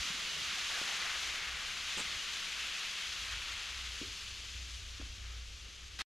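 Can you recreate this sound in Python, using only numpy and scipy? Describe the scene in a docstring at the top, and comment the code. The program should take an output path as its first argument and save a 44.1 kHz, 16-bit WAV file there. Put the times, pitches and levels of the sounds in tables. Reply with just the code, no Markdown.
"""Outdoors, on the hot steel top of a wood stove, water boils in thousands of tiny steam bursts a second.
The sizzle fades as the camera backs away, and narrow resonant bands swell and fade in it as reflections
off plate and ground shift. The last of the pour gurgles and plops as ringing bubbles, and skating drops
whistle as gliding sines. The draught sounds a low hum in the flue. The hand on the camera rings its case
in soft knocks and a noisy scuff. A short, louder hiss of dense clicks ends the sound abruptly."""
import sys
import numpy as np
from scipy import signal
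from scipy.fft import rfft, irfft, next_fast_len
from scipy.io import wavfile
from scipy.ndimage import map_coordinates

SR = 44100
rng = np.random.default_rng(int(sys.argv[2]) if len(sys.argv) > 2 else 0)


def to_wav(s):
    """Save 16-bit WAV."""
    ch = np.atleast_2d(s).T  # columns
    pcm = np.round(np.clip(ch, -1, 1) * 32767)  # PCM
    wavfile.write(sys.argv[1], SR, pcm.astype(np.int16))


N = 271215

# vigour of the boiling before distance loss: (time [s], relative level [dB])
BOIL_LEVEL = [(0, -45), (.27, -46.5), (.42, -45.5), (.5, -45), (.66, -46), (.95, -46), (1.05, -47.5),
              (1.22, -46.5), (1.5, -49.5), (1.73, -49), (1.93, -46.5), (2.3, -47), (3.3, -47), (3.8, -47),
              (5.97, -47)]
# spectrum of the steam bursts: (frequency [Hz], relative density [dB])
SIZZLE_SPECTRUM = [(240, -41), (400, -24), (702, -16), (980, -12.5), (1130, -7), (1410, -5), (1600, -4),
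                   (2720, 0.5), (3270, 0.5), (5480, -6), (6680, -9), (8400, -16), (9060, -21), (11600, -25),
                   (14300, -35.5), (15200, -49)]
# colour of the microphone ports: (centre [Hz], width [Hz], gain [dB])
PORT_RESONANCES = [(1250, 230, 1.5), (3040, 300, .5), (5600, 370, -1.5), (6230, 460, 2), (8440, 390, -5.5),
                   (8940, 270, 6), (13700, 800, -1.5)]
# left-right likeness of the sizzle before width and lean: (frequency [Hz], correlation [0-1])
SIZZLE_LIKENESS = [(300, 0.92), (1000, 1), (1500, 0.96), (2500, 0.97), (4000, 0.96), (6500, 0.9),
                   (8300, 0.71), (8950, 0.7), (10000, 0.59), (12500, .5), (14000, 1)]
# full lean to the left: (frequency [Hz], left minus right [dB])
LEAN_SPECTRUM = [(1000, -1), (1600, 7), (3000, 4), (4200, 3.5), (7000, 2.5), (10000, 0.5)]
# the camera turns and backs away: (time [s], distance [m], share of the full lean [0-1])
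CAMERA_PATH = [(0, 0.52, 0.08), (.5, 0.53, 0.084), (1.05, 0.48, 0.41), (2.4, 0.53, 0.48),
               (3.17, 0.58, 0.43), (4.0, 0.81, 0.5), (4.6, 1.24, 0.63), (5.3, 2.11, 0.57), (5.97, 2.2, 0.6)]
# stereo width: side gain at half a metre [dB], its loss per dB of distance
WIDTH_DB, NARROWING = -0.5, 0.35
# the water first spreads right across the view, so it sounds wider: fade start [s], fade [s], extra [dB]
NEAR_S, NEAR_FADE_S, NEAR_WIDTH_DB = 0.45, 0.61, 3.5
# blisters grow, then collapse, and the coarse boiling swells: (peak [s], rise [s], fall [s], swell [dB])
BLISTER_SURGES = [(1.1, .75, 0.11, 4), (1.105, .015, .03, 1.5), (1.5, 0.45, 0.41, 4.5),
                  (3.335, .025, 0.071, 3.5), (3.5, .03, 0.054, 2), (5.03, .15, .05, 4),
                  (5.25, .03, 0.2, 6.5)]
# water on dry steel throws fine spray: (peak [s], rise [s], fall [s], swell [dB])
SPRAY_SURGES = [(.72, .04, 0.59, 2), (1.2, 0.058, 0.22, 1.5), (1.62, .2, .25, 0.5), (3.86, .03, 0.049, 0.5),
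                (4.72, 0.029, .08, 1.8)]
# the puddles thin out, so the boiling turns finer; band gains while wet and when thin
THIN_S, THIN_LENGTH_S = 3.6, 0.84
COARSE_WET_DB, COARSE_THIN_DB = -0.5, -4.5
FINE_WET_DB, FINE_THIN_DB = 0, 3
TOP_WET_DB, TOP_THIN_DB = 1.5, 2.5
# single sharp bursts that stand out: rate [1/s], level against the other clicks [dB]
SNAP_RATE, SNAP_DB = 45, -18.5
# narrow resonant bands in the sizzle, from reflections off plate and ground:
# (middle [s], length [s], centre [Hz], peak level at 1 m [dB])
REFLECTION_BANDS = [(1.404, 0.46, 2180, -58), (2.05, 0.35, 2120, -58), (2.729, 0.57, 2620, -55),
                    (4.2, .55, 4340, -59), (5.2, .5, 5300, -63), (5.748, .6, 6130, -61)]
# gurgles of the poured water: (middle [s], length [s], bubble pitch [Hz], peak level [dB])
POUR_GURGLES = [(.09, 0.24, 240, -63.5), (.34, 0.2, 483, -61.5), (.56, 0.12, 253, -65)]
# the fresh puddle boils in big blisters: start, rise, level and fade
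SEETHE_S, SEETHE_RISE_S, SEETHE_DB, SEETHE_FADE_DB_PER_S = 0.67, 0.042, -55, 15
# drops whistling on their steam cushions:
# (start [s], length [s], mean start pitch [Hz], mean end pitch [Hz], mean peak level [dB])
DROP_WHISTLES = [(0.71, 0.119, 1800, 1380, -45.5), (0.566, 0.033, 800, 645, -55),
                 (0.727, 0.073, 1300, 1420, -52)]
# big steam pockets: (onset [s], starting pitch [Hz], t60 [s], level before the soft start [dB])
STEAM_POCKETS = [(.101, 175, 0.053, -38), (.14, 245, 0.077, -46), (0.36, 150, .14, -49),
                 (.415, 145, .05, -46), (.492, 135, .06, -44), (0.528, 191, .06, -45), (.59, 210, .06, -51),
                 (.937, 175, 0.055, -50), (1.055, 170, 0.054, -52), (2.052, 170, .05, -47)]
# soft start; share by which the pitch rises over one t60
PLOP_ATTACK_S, PLOP_RISE = 0.0041, 0.22
# soft knocks on the camera, most landing more than once:
# (onset [s], level [dB], pitch factor on the case modes [-], t60 before mode share [s], tick level [dB])
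CASE_KNOCKS = [(.8148, -31.5, 1.16, 0.011, -55.5), (1.9685, -42, 0.67, .022, -43),
               (1.974, -42, 0.82, .028, -45), (1.98, -50, 0.88, .015, -42), (1.9965, -50, 1.4, .015, -40),
               (2.001, -48, 0.66, .02, -28), (2.005, -45, 0.72, 0.028, -44), (2.012, -45, 1.1, 0.022, -44),
               (4.0112, -47, 1.9, .015, -60), (4.0147, -36, 0.97, 0.042, -60),
               (4.0287, -39, 1.22, 0.029, -64), (4.046, -46, 1.3, .025, -66), (4.996, -51.5, 1, .015, -52),
               (4.9987, -40.5, 0.98, 0.037, -51), (5.0145, -36, 2.3, 0.0083, -47),
               (5.0245, -49, 1.0, 0.033, -56), (5.056, -58, 1.1, .02, -50)]
# modes of the camera case: (frequency at pitch factor 1 [Hz], level in the knock [dB], share of its t60 [-])
CASE_MODES = [(210, -19, 0.61), (291, 6, 0.69), (450, -10, 0.97)]
CONTACT_S = 0.0013  # soft skin rounds the front of each knock
TAIL_DB, TAIL_T60_S = -10.5, 0.35  # faint tail of the knocks
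# spectrum of the knocks' ticks: (frequency [Hz], gain [dB])
TICK_SPECTRUM = [(100, -4.5), (600, 2.5), (1500, 15), (4000, 1), (8000, -5), (14000, -28)]
# spectrum of skin dragging on the case: (frequency [Hz], relative density [dB])
SKIN_SPECTRUM = [(80, -10), (165, 14.5), (260, 6), (380, 11.5), (700, 4), (1200, 11.5), (2500, -15),
                 (6000, -6), (7200, 11), (8700, 4), (9600, -5), (15000, -21)]
SCUFF_S, SCUFF_LENGTH_S, SCUFF_DB = 1.994, 0.064, -42.5  # middle, length, peak level
# the closing hiss: (frequency [Hz], relative density [dB])
HISS_SPECTRUM = [(80, -31), (200, -11), (550, -18), (1400, -4.5), (3500, -2), (6000, -10.5), (10000, -24),
                 (15000, -37)]
HISS_START_S, END_S = 5.989, 6.02
# the stove's draught, strongest beside the fire mouth: (time [s], level without flares [dB])
DRAUGHT_LEVEL = [(0, -71), (.7, -66), (.95, -79), (1.3, -60.5), (2.0, -69), (2.35, -73), (3.03, -76),
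                 (3.1, -62), (3.19, -56), (3.27, -50), (3.45, -54), (3.64, -61), (3.73, -51.5), (4.07, -48),
                 (4.17, -54.5), (4.3, -50), (4.5, -52), (4.6, -45), (4.8, -46.5), (5.0, -47.5), (5.42, -47),
                 (5.55, -51.5), (5.97, -51.5)]
# the fire flares up: (middle [s], length [s], peak gain added to the draught [dB])
FIRE_FLARES = [(.008, 0.05, -49.5), (1.52, 0.42, -61.5), (2.081, .02, -56), (2.14, 0.028, -49),
               (2.167, .026, -47), (3.345, 0.1, -47.5)]
# the flue's lowest resonance: (time [s], mean pitch [Hz])
FLUE_PITCH = [(0, 60.6), (3.05, 60), (3.33, 54.96), (3.8, 62.2), (4.15, 56.6), (4.58, 61.33), (4.9, 58.24),
              (5.25, 59), (5.45, 57.1), (5.97, 58.9)]
FLUE_DRIFT_HZ, THROB_DB = 1.096, -15  # scale of its unsteadiness; turbulence around the pitch
# turbulence around the lowest and the next flue resonance: (frequency [Hz], relative density [dB])
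THROB_SPECTRUM = [(35, -40.5), (50, -19), (56, -2), (68, 1.5), (75, -15.5), (110, -48), (300, -100)]
UPPER_SPECTRUM = [(60, -46.5), (80, -14.0), (92, 0.0), (104, -25.0), (170, -22.5), (400, -93.5)]
# rumble of the fire: (frequency [Hz], relative density [dB])
RUMBLE_SPECTRUM = [(10, -34.5), (20, 5), (45, -2), (60, 5), (75, -2.5), (90, -0.5), (115, -12.5),
                   (200, -28.5), (400, -100)]
# level at full draught [dB], dB per dB of draught, full draught [dB]
RUMBLE_DB, RUMBLE_FOLLOWS, FULL_DRAUGHT_DB = -56.5, 0.32, -53.5
# outdoor air: (frequency [Hz], relative density [dB])
AIR_SPECTRUM = [(60, -22.5), (120, -2), (180, 4.5), (260, -2.5), (400, 0.5), (800, -7.5), (2000, -17.5),
                (8000, -51)]
AIR_DB, AIR_FADE_DB_PER_S = -61.5, 1.16
# the boiling as the yard throws it back: (frequency [Hz], relative density [dB])
YARD_SPECTRUM = [(300, -25.5), (800, -19), (1200, -1), (1700, -0.5), (2500, -9.5), (5000, -11.5),
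                 (10000, -38)]
YARD_DB = -17.5  # level against BOIL_LEVEL
TOP_HZ = 15150  # band limit


def sizzle():
    """Random impulses: clumped steam bursts over their blurred hiss; big blisters are low, spray is high."""
    level_db, coarse_db, fine_db, top_db = boiling()
    clumps = amp(0.48 * wobble(70) + 0.14 * wobble(350))
    blurred_hiss = rng.standard_normal((2, N))
    clicks = unit(clumps * (bursts(count=2, rate=11000, scatter_db=3) + blurred_hiss))
    clicks = clicks + amp(SNAP_DB) * bursts(count=2, rate=SNAP_RATE, scatter_db=1.0)
    steam = spread(ring(clicks, lambda hz: along(SIZZLE_SPECTRUM, hz) + port_db(hz)), SIZZLE_LIKENESS)
    # some blisters ring briefly before they burst
    blisters = bubbles(count=2400, centre_hz=3126, octaves=0.3, cycles=20.0, scatter_db=5.0)
    steam = steam + amp(-12.5) * blisters

    # complementary bands, each with its own level and flicker
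    top = above(steam, 8400, order=20)
    coarse = steam - above(steam, 2300, order=8)
    fine = above(steam, 4900, order=6) - top
    middle = steam - coarse - fine - top
    flicker_db = 0.44 * wobble(25)
    mix = middle + amp(coarse_db + 0.7 * wobble(35)) * coarse
    mix = mix + amp(fine_db + flicker_db) * fine
    mix = mix + amp(top_db + flicker_db) * top
    return at_camera(amp(level_db + 1.34) * mix)


def boiling():
    """Distance law: level falls as 1/r; surges and thinning set the coarse, fine and top bands, all in dB."""
    level_db = curves(BOIL_LEVEL)[0] - 20 * np.log10(curves(CAMERA_PATH)[0])
    thin = ramp(THIN_S, THIN_LENGTH_S)
    spray_db = surges(SPRAY_SURGES)
    coarse_db = (1 - thin) * COARSE_WET_DB + thin * COARSE_THIN_DB + surges(BLISTER_SURGES)
    fine_db = (1 - thin) * FINE_WET_DB + thin * FINE_THIN_DB + spray_db
    top_db = (1 - thin) * TOP_WET_DB + thin * TOP_THIN_DB + spray_db
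    return level_db, coarse_db, fine_db, top_db


def surges(rows):
    """Linear rise and fall, in dB, around each peak."""
    return sum(db * (ramp(s - rise, rise) - ramp(s, fall)) for s, rise, fall, db in rows)


def port_db(hz):
    """Port resonance: Gaussian peaks and dips in the response, in dB."""
    return sum(db * np.exp(-0.5 * ((hz - centre) / width) ** 2) for centre, width, db in PORT_RESONANCES)


def at_camera(x):
    """Apparent source width: wide when near, narrow when far; the side facing the plate hears more."""
    distance_m, lean = curves(CAMERA_PATH)
    width_db = WIDTH_DB - NARROWING * 20 * np.log10(2 * distance_m)
    width_db = width_db + NEAR_WIDTH_DB * (1 - ramp(NEAR_S, NEAR_FADE_S))
    mid = x.mean(axis=0)
    x = mid + amp(width_db) * (x - mid)
    half_each = np.array([[0.5], [-0.5]])
    leaning = filtered(x, lambda hz: amp(half_each * along(LEAN_SPECTRUM, hz)))
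    return x + lean * (leaning - x)


def reflections():
    """Interference: reflections shifting with the moving camera, heard as narrow bands of ringing grains."""
    bands = 0
    for s, length, hz, db in REFLECTION_BANDS:
        band = bubbles(count=2500, centre_hz=hz, octaves=0.035, cycles=14, scatter_db=2.0)
        bands = bands + swell(s, length, db) * band
    return bands / curves(CAMERA_PATH)[0]


def water():
    """Damped bubble resonance gives gurgle and seethe; skating drops are unsteady, gliding sines."""
    out = np.zeros(N)
    for s, length, hz, db in POUR_GURGLES:
        gurgle = bubbles(count=500, centre_hz=hz, octaves=0.3, cycles=4, scatter_db=-1.0)
        out = out + swell(s, length, db) * gurgle

    seethe_db = SEETHE_DB - SEETHE_FADE_DB_PER_S * (np.arange(N) / SR - SEETHE_S)
    seethe = ramp(SEETHE_S, SEETHE_RISE_S) * amp(seethe_db)
    out = out + seethe * bubbles(count=1800, centre_hz=808, octaves=0.35, cycles=3.2, scatter_db=-1.0)

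    for s, length, start_hz, end_hz, db in DROP_WHISTLES:
        life = ramp(s, length)
        hz = (start_hz + (end_hz - start_hz) * life) * (1 + 0.0066 * wobble(120))
        whistle = np.sin(2 * np.pi * np.cumsum(hz) / SR)
        out = out + amp(db + 1.8 * wobble(91)) * np.sin(np.pi * life) * whistle
    return out


def plops():
    """Volume resonance of big steam pockets: short, damped low notes that rise a little."""
    out = np.zeros(N + SR)
    t = np.arange(SR // 5) / SR
    for s, hz, t60, db in STEAM_POCKETS:
        turns = hz * (t + PLOP_RISE * t ** 2 / (2 * t60))
        envelope = amp(db - 60 * t / t60) * (1 - np.exp(-t / PLOP_ATTACK_S))
        out[round(s * SR):][:len(t)] += envelope * np.sin(2 * np.pi * turns)
    return out[:N]


def handling():
    """Modal excitation: contacts ring the camera case and tick; a dragging finger makes friction noise."""
    thumps, ticks = np.zeros((2, N + SR))
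    t = np.arange(SR // 8) / SR
    for s, db, pitch, t60, tick_db in CASE_KNOCKS:
        case = 0
        for hz, level_db, share in CASE_MODES:
            decay = amp(-60 * t / (t60 * share))
            case = case + amp(level_db) * np.sin(2 * np.pi * pitch * hz * t) * decay
        thumps[round(s * SR):][:len(t)] += amp(db) * (1 - np.exp(-t / CONTACT_S)) * case
        tick = rng.standard_normal(len(t)) * np.exp(-t / 0.0008)
        ticks[round(s * SR):][:len(t)] += amp(tick_db) * tick
    coloured_ticks = ring(ticks[None], lambda hz: along(TICK_SPECTRUM, hz))

    grains = bursts(count=2, rate=1500, scatter_db=3.0)
    scuff = spread(ring(grains, lambda hz: along(SKIN_SPECTRUM, hz)), [(100, 0.97)])
    scuff = swell(SCUFF_S, SCUFF_LENGTH_S, SCUFF_DB) * scuff
    return thumps[:N] + afterring(thumps) + coloured_ticks + scuff


def afterring(x):
    """Diffuse decay: a faint tail of exponentially fading noise behind x."""
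    t = np.arange(SR // 2) / SR
    tail = rng.standard_normal(len(t)) * amp(-60 * t / TAIL_T60_S) * (1 - np.exp(-t / 0.02))
    return amp(TAIL_DB) * signal.fftconvolve(x, tail / np.linalg.norm(tail))[:N]


def last_hiss():
    """Dense impulse noise: clicks of fluctuating strength fuse into an abrupt, crackling hiss."""
    crackle = bursts(count=2, rate=6000, scatter_db=3) * amp(1.0 * wobble(300))
    hiss = spread(ring(crackle, lambda hz: along(HISS_SPECTRUM, hz)), [(100, 0.91)])
    return amp(-38) * (np.arange(N) / SR > HISS_START_S) * hiss


def stove():
    """Pipe resonance: draught sounds the flue's lowest mode and, fainter, the next; fire rumbles in open air."""
    flares = sum(swell(s, length, db) for s, length, db in FIRE_FLARES)
    draught_db = 20 * np.log10(amp(curves(DRAUGHT_LEVEL)[0]) + flares)
    pitch_hz = curves(FLUE_PITCH)[0] + FLUE_DRIFT_HZ * wobble(10)
    hum = unit(np.sin(2 * np.pi * np.cumsum(pitch_hz) / SR) * amp(2.6 * wobble(22)))
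    throb = noise(THROB_SPECTRUM, likeness=1.0)
    upper = noise(UPPER_SPECTRUM, likeness=0.92)
    flue = amp(draught_db) * (amp(-3.5) * hum + amp(THROB_DB) * throb + amp(-16.0) * upper)

    rumble_db = RUMBLE_DB + RUMBLE_FOLLOWS * (draught_db - FULL_DRAUGHT_DB)
    rumble = amp(rumble_db) * noise(RUMBLE_SPECTRUM, likeness=0.94)
    air_db = AIR_DB - AIR_FADE_DB_PER_S * np.arange(N) / SR
    air = amp(air_db + 1.1 * wobble(16)) * noise(AIR_SPECTRUM, likeness=0.83)
    return flue + rumble + air


def yard():
    """Diffuse field: a dull wash of the boiling that does not fade as the camera backs away."""
    return amp(curves(BOIL_LEVEL)[0] + YARD_DB) * noise(YARD_SPECTRUM, likeness=0.1)


def bursts(count, rate, scatter_db):
    """Poisson-like impulses: count streams of random clicks, rate a second, of scattered sizes."""
    fires = rng.random((count, N)) < rate / SR
    sizes = amp(scatter_db * np.minimum(rng.standard_normal((count, N)), 2.2))
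    return unit(fires * sizes * np.sign(rng.standard_normal((count, N))))


def bubbles(count, centre_hz, octaves, cycles, scatter_db):
    """Damped oscillation: grains ring for some cycles, as bubbles do, each at its own pitch and moment."""
    when = rng.random(count)
    pitch, size = rng.standard_normal((count, 2)).T
    hz = np.minimum(centre_hz * 2 ** (octaves * pitch), SR / 4)[:, None]
    n = np.arange(SR // 32)
    turns = hz * n / SR
    sizes = amp(scatter_db * np.minimum(size, 2))[:, None]
    waves = sizes * np.sin(2 * np.pi * turns) * np.exp(-turns / cycles)
    places = (when * N).astype(int)[:, None] + n
    return unit(np.bincount(places.ravel(), waves.ravel(), minlength=N)[:N])


def noise(spectrum, likeness):
    """Filtered Gaussian noise: coloured stereo of rms 1."""
    coloured = filtered(rng.standard_normal((2, N)), lambda hz: amp(along(spectrum, hz)))
    return spread(coloured, [(100, likeness)])


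def spread(pair, alike):
    """Interchannel correlation: mixes two unrelated signals to the given left-right likeness."""
    def mid_side(hz):
        """Mid and side gains on a quarter circle."""
        turn = np.arccos(np.clip(along(alike, hz), -1, 1)) / 2
        return np.array([np.cos(turn), np.sin(turn)])

    mid, side = filtered(pair, mid_side)
    return unit(np.array([mid + side, mid - side]))


def ring(x, colour_db):
    """Minimum phase: a causal filter with the given dB curve keeps the sharp front of clicks."""
    size = 4096
    cepstrum = irfft(np.log(amp(colour_db(np.fft.rfftfreq(size, 1 / SR))) + 1e-6))
    # fold the cepstrum onto positive time
    cepstrum[1:size // 2] *= 2
    cepstrum[size // 2 + 1:] = 0
    impulse = irfft(np.exp(rfft(cepstrum)))
    return signal.fftconvolve(x, impulse[None], axes=1)[:, :N]


def filtered(x, response):
    """Linear filtering: the spectrum of x times a response of frequency."""
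    m = next_fast_len(N + SR // 2)
    return irfft(rfft(x, m) * response(np.fft.rfftfreq(m, 1 / SR)), m)[..., :N]


def above(x, edge_hz, order):
    """Zero-phase high-pass at edge_hz."""
    return filtered(x, lambda hz: 1 - 1 / (1 + (hz / edge_hz) ** order))


def along(points, hz):
    """Log-frequency interpolation of (frequency [Hz], value) points."""
    f, v = np.transpose(points)
    return np.interp(np.log(hz + 1), np.log(f + 1), v)


def curves(rows):
    """Linear interpolation in time: one value per sample for each column after the first."""
    s, *cols = np.transpose(rows)
    return [np.interp(np.arange(N) / SR, s, c) for c in cols]


def wobble(rate):
    """Band-limited fluctuation: a smooth random curve, rate knots a second."""
    knots = rng.standard_normal(int(N * rate / SR) + 4)
    return map_coordinates(knots, [np.arange(N) * rate / SR])


def ramp(start, length):
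    """Linear rise from 0 to 1 over length seconds."""
    return np.clip((np.arange(N) / SR - start) / length, 0, 1)


def swell(middle, length, db):
    """Half-sine envelope: the gain of one smooth rise and fall."""
    return amp(db) * np.sin(np.pi * ramp(middle - length / 2, length))


def amp(db):
    """Decibels to amplitude ratio."""
    return 10 ** (np.asarray(db) / 20)


def unit(x):
    """Normalisation of x to rms 1."""
    return x / np.sqrt(np.mean(x ** 2) + 1e-20)


def scene():
    """Superposition of plate, water, hand, stove and yard."""
    boil = sizzle() + reflections()
    return boil + water() + plops() + handling() + last_hiss() + stove() + yard()


def record(dry):
    """Gating and band limiting: the sound stops short with a tiny tail, with nothing above TOP_HZ."""
    after = np.arange(N) / SR - END_S
    gate = np.where(after < 0, 1, amp(-14.5) * np.exp(-np.abs(after) / 0.0048))
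    return filtered(dry * gate, lambda hz: hz < TOP_HZ)


dry = scene()
out = record(dry)
to_wav(out)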